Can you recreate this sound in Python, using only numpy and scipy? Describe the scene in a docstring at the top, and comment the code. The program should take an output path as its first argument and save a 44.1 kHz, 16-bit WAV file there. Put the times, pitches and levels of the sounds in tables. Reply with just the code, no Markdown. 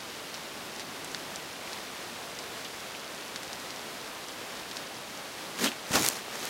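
"""Drizzle hisses over a foggy meadow, countless small impacts merging into noise. From the start,
nearer drops tick on leaves and stalks, exciting damped resonances; a far rumble swells near 1 s.
From about 5.6 s the cloth of a rain jacket brushes twice right by the microphone: friction gives
a hollow scuff, then a brighter swish. Folds snap and hum, the cloth bumps softly against the
microphone, and a faint rustle ends the scene."""
import sys
import numpy as np
from scipy import signal
from scipy.fft import rfft, irfft
from scipy.io import wavfile

SR = 44100
rng = np.random.default_rng(int(sys.argv[2]) if len(sys.argv) > 2 else 0)


def log_audio(samples):
    """Write samples as a 16-bit WAV file to the path given in sys.argv[1]."""
    # one column per channel
    frames = np.atleast_2d(samples).T
    # limit to full scale, then quantise
    limited = np.clip(frames, -1, 1)
    pcm = np.round(limited * 32767).astype(np.int16)
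    wavfile.write(sys.argv[1], SR, pcm)


N = 286209


def from_db(db):
    """Amplitude ratio of a level: a factor of ten for every 20 dB."""
    return 10 ** (np.asarray(db) / 20)


def rms_one(x):
    """Normalisation to unit mean power."""
    return x / np.sqrt(np.mean(x ** 2) + 1e-20)


def drift(rate):
    """Low-passed noise: a smooth fluctuation of unit RMS, about `rate` turns a second."""
    step = 40   # audio samples per control point
    pole = np.exp(-2 * np.pi * step * rate / SR)
    noise = rng.standard_normal(N // step + 2002)
    slow = signal.lfilter([1], [1, -2 * pole, pole * pole], noise)[2000:]   # steady state only
    return np.interp(np.arange(N) / step, np.arange(len(slow)), rms_one(slow))


def coloured(x, spectrum):
    """Spectral shaping to unit power, falling a further 12 dB per octave below the first row."""
    hz, db = np.transpose(spectrum)
    bins = np.maximum(np.arange(N // 2 + 1) * SR / N, 1)
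    roll_off = np.minimum(bins / hz[0], 1) ** 2
    gain = from_db(np.interp(np.log(bins), np.log(hz), db))
    return rms_one(irfft(rfft(x) * roll_off * gain, N))


def resonate(x, hz, width_hz):
    """A second-order resonator with unit gain at its centre frequency."""
    b, a = signal.iirpeak(min(hz, .4 * SR), hz / min(width_hz, .3 * SR), fs=SR)
    return signal.lfilter(b, a, x + 1e-18)


def resonate_twice(x, hz, width_hz):
    """Two equal resonators in cascade: a narrower band with steeper skirts."""
    return resonate(resonate(x, hz, width_hz), hz, width_hz)


def grains(per_s, spread_db):
    """Shot noise: independent impulses of random size and sign."""
    sizes = from_db(spread_db * np.minimum(rng.exponential(1, N), 4))
    signs = rng.choice([-1, 1], N)
    return sizes * signs * (rng.random(N) < per_s / SR)


def tick(hz, q, size=4096):
    """Impulse response of a light, well damped surface: a cycle or two of unit peak."""
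    ring = resonate_twice(signal.unit_impulse(size), hz, hz / q)
    return ring / np.abs(ring).max()


def add(out, s, sound):
    """Superposition: a sound joins the mix at time s."""
    at = int(np.clip(round(s * SR), 0, N - 1))
    out[at:at + len(sound)] += sound[:N - at]


def ticks(rows, q):
    """Superposed impulse responses, one for each row of t/s, peak level/dB, f/Hz."""
    out = np.zeros(N)
    for s, peak_db, hz in rows:
        add(out, s, from_db(peak_db) * tick(hz, q))
    return out


def drizzle(hiss_db=-41.0, waver_db=0.53, patter_db=-53, drops_per_s=260, spread_db=3.0):
    """Incoherent summation: far droplets merge into hiss; nearer ones patter faintly on the grass."""
    # Spectrum of the hiss: f/Hz, relative spectral level/dB
    hiss_spectrum = [(25, -27), (50, -13), (100, -7.5), (180, -2.5), (300, -0.5), (600, 0.5), (1200, -2),
                     (2400, -5), (3600, -6), (5500, -9.5), (8000, -14), (11500, -17), (15000, -22.5)]
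    hiss = from_db(hiss_db + waver_db * drift(3.4)) * coloured(rng.standard_normal(N), hiss_spectrum)
    pitches_hz = np.geomspace(1700, 5600, num=8)
    per_pitch = drops_per_s / len(pitches_hz)
    patter = sum(resonate_twice(grains(per_pitch, spread_db), hz, hz / 2) for hz in pitches_hz)
    return hiss + from_db(patter_db) * rms_one(patter)


def rumble(hz=250, width_hz=220, rest_db=-62.5, swell_db=-54, swell_at_s=0.99, swell_half_s=0.44):
    """Attenuation with distance: only the low end of a far noise carries through the fog, swelling once."""
    swell = np.exp(-((np.arange(N) / SR - swell_at_s) / swell_half_s) ** 2)
    amplitude = from_db(rest_db) + from_db(swell_db) * swell
    return amplitude * rms_one(resonate_twice(rng.standard_normal(N), hz, width_hz))


def drips(leaf_db=-0.5, leaf_q=1.6, stalk_hz=1820, stalk_q=1.6,
          spatter_db=-15.0, scatter_db=-37.0, scatter_s=0.021, size=4096):
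    """Impact excitation: a drop flicks a leaf, may knock its stalk, and spatters into the undergrowth."""
    # Nearest drops: t/s, level/dB, leaf f/Hz, spatter decay/s, relative amplitude of the stalk's knock
    drops = [(0.3426, -24, 4200, 0.014, 0), (0.7963, -22, 4200, 0.013, .4), (1.0461, -24, 7400, .003, 0),
             (1.1166, -28, 5900, .003, 0), (1.1472, -14.5, 3480, 0.0023, 0.44),
             (1.3591, -18.5, 5560, 0.0024, 0), (1.676, -29, 2400, .003, 0),
             (1.7315, -19.5, 4330, .0036, 0.16), (1.7866, -29, 1900, .005, 0),
             (2.389, -25.5, 4500, 0.0093, 0), (2.6494, -25.5, 3100, 0.02, 0), (2.95, -26, 2400, .003, 0),
             (3.36, -18.5, 4120, .005, .4), (3.4323, -24, 5800, .005, .5), (3.531, -21.5, 4900, .003, 0),
             (3.706, -24, 4570, .004, 0), (4.2852, -26.5, 5800, .006, 0), (4.713, -24, 4100, .007, .3),
             (4.7694, -19.5, 4500, 0.0036, 0), (5.7177, -22.5, 2500, .008, 0.1)]
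    out, t = np.zeros(N), np.arange(size) / SR
    for s, level_db, hz, decay_s, knock in drops:
        flick = from_db(leaf_db) * tick(hz, leaf_q) + knock * tick(stalk_hz, stalk_q)
        noise = rng.standard_normal(size)
        spray = rms_one(resonate(resonate(noise, hz, hz * 0.57), hz, hz * 1.9))
        spatter = from_db(spatter_db) * np.exp(-t / decay_s)
        scatter = from_db(scatter_db) * np.exp(-t / scatter_s)   # tail scattered by the undergrowth
        add(out, s, from_db(level_db) * (flick + spray * (spatter + scatter)))
    return out


def stroke(s, attack_s, release_s, roundness=1.6):
    """Sliding speed of one stroke, peaking at 1; roundness 1 gives a cusp, 2 a Gaussian bell."""
    t = np.arange(N) / SR - s
    from_peak = np.abs(t / np.where(t < 0, attack_s, release_s))
    return np.exp(-np.minimum(from_peak ** roundness, 20))


def cloth(rub_trim_db=-0.5, slips_per_s=14000, spread_db=3.5, judder_db=2.33,
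          hollow_hz=256, hollow_width_hz=160, hollow_stretch=1.08):
    """Stick-slip friction: threads slip in a dense, juddering crackle while the air beneath resonates."""
    # Strokes of cloth: fastest at t/s, attack/s, release/s, rub level/dB, sheen level/dB, hum level/dB
    strokes = [(5.647, 0.044, 0.035, -28, -32.5, -30.5), (5.954, 0.026, 0.032, -24.5, -31.5, -33.5),
               (6.04, 0.097, 0.068, -31, -31.5, -47), (6.16, 0.018, 0.044, -41.5, -45, -52),
               (6.35, 0.018, 0.021, -40.5, -47, -57), (6.46, 0.1, .1, -40.5, -44, -60)]
    # Spectrum of the dull rub: f/Hz, relative spectral level/dB
    rub_spectrum = [(90, -22), (170, -9), (280, -3.5), (500, 0.5), (900, -1.5), (1800, -0.5), (3000, -4),
                    (4800, -4.5), (6500, -7), (10000, -33)]
    # Spectrum of the bright sheen: f/Hz, relative spectral level/dB
    sheen_spectrum = [(3500, -8), (5000, -6), (6500, 0.5), (9000, -4), (12500, -7), (15800, -12)]
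    rub = sheen = hollow = 0
    for s, attack_s, release_s, rub_db, sheen_db, hum_db in strokes:
        speed = stroke(s, attack_s, release_s)
        longer_swell = stroke(s, attack_s * hollow_stretch, release_s * hollow_stretch)
        rub = np.hypot(rub, from_db(rub_db) * speed)   # overlapping strokes add in power
        sheen = np.hypot(sheen, from_db(sheen_db) * speed)
        hollow = np.hypot(hollow, from_db(hum_db) * longer_swell)
    dull = rub * from_db(rub_trim_db) * coloured(grains(slips_per_s, spread_db), rub_spectrum)
    bright = sheen * coloured(grains(slips_per_s, spread_db), sheen_spectrum)
    hum = hollow * rms_one(resonate_twice(rng.standard_normal(N), hollow_hz, hollow_width_hz))
    judder = from_db(judder_db * drift(160))
    return (dull + bright) * judder + hum


def snaps():
    """Snap-through buckling: stiff folds flip over with a dry crack."""
    # Snapping folds: t/s, peak level/dB, f/Hz
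    folds = [(5.644, -8.5, 4800), (6.0514, -15, 7000), (6.0633, -10, 8500), (6.0643, -9, 5000),
             (6.081, -14, 8000), (6.087, -1, 8300), (6.4536, -17, 8000)]
    return ticks(folds, q=0.74)


def catches(size=8192):
    """Resonance driven by friction: the cloth catches and briefly sets a slack or taut fold humming."""
    # Humming folds: centre t/s, Gaussian half length/s, f/Hz, nominal bandwidth/Hz, level/dB
    folds = [(5.675, 0.01, 3000, 700, -30.5), (5.678, 0.017, 255, 100, -34.5), (5.956, .014, 63, 54, -41),
             (5.975, 0.0094, 800, 480, -29), (6.006, 0.014, 322, 160, -34.5), (6.02, 0.025, 145, 60, -39.5)]
    out, t = np.zeros(N), (np.arange(size) - size // 2) / SR
    for s, half_s, hz, width_hz, level_db in folds:
        swell = np.exp(-(t / half_s) ** 2 / 2) * signal.windows.tukey(size)
        hum = swell * resonate_twice(rng.standard_normal(size), hz, width_hz * 1.7)
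        swell_rms = np.sqrt(np.mean(swell ** 2))   # refers the level to the crest of the swell
        add(out, s + t[0], from_db(level_db) * rms_one(hum) * swell_rms)
    return out


def bumps():
    """Heavily damped impact: cloth meets the microphone with a dead thud."""
    # Soft contacts: t/s, peak level/dB, f/Hz
    contacts = [(5.908, -26.5, 140), (6.2825, -27, 600)]
    return ticks(contacts, q=0.7)


def scene():
    """Linear superposition at one microphone, which feeds both channels."""
    pressure = drizzle() + rumble() + drips() + cloth() + snaps() + catches() + bumps()
    return np.tile(pressure, (2, 1))


def record(dry):
    """Band limiting: a steep low-pass filter removes the highest treble."""
    cutoff_hz = 15900
    low_pass = signal.firwin(401, cutoff_hz, fs=SR, window="blackman")
    return signal.fftconvolve(dry, low_pass[None], "same", axes=1)


dry = scene()
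out = record(dry)
log_audio(out)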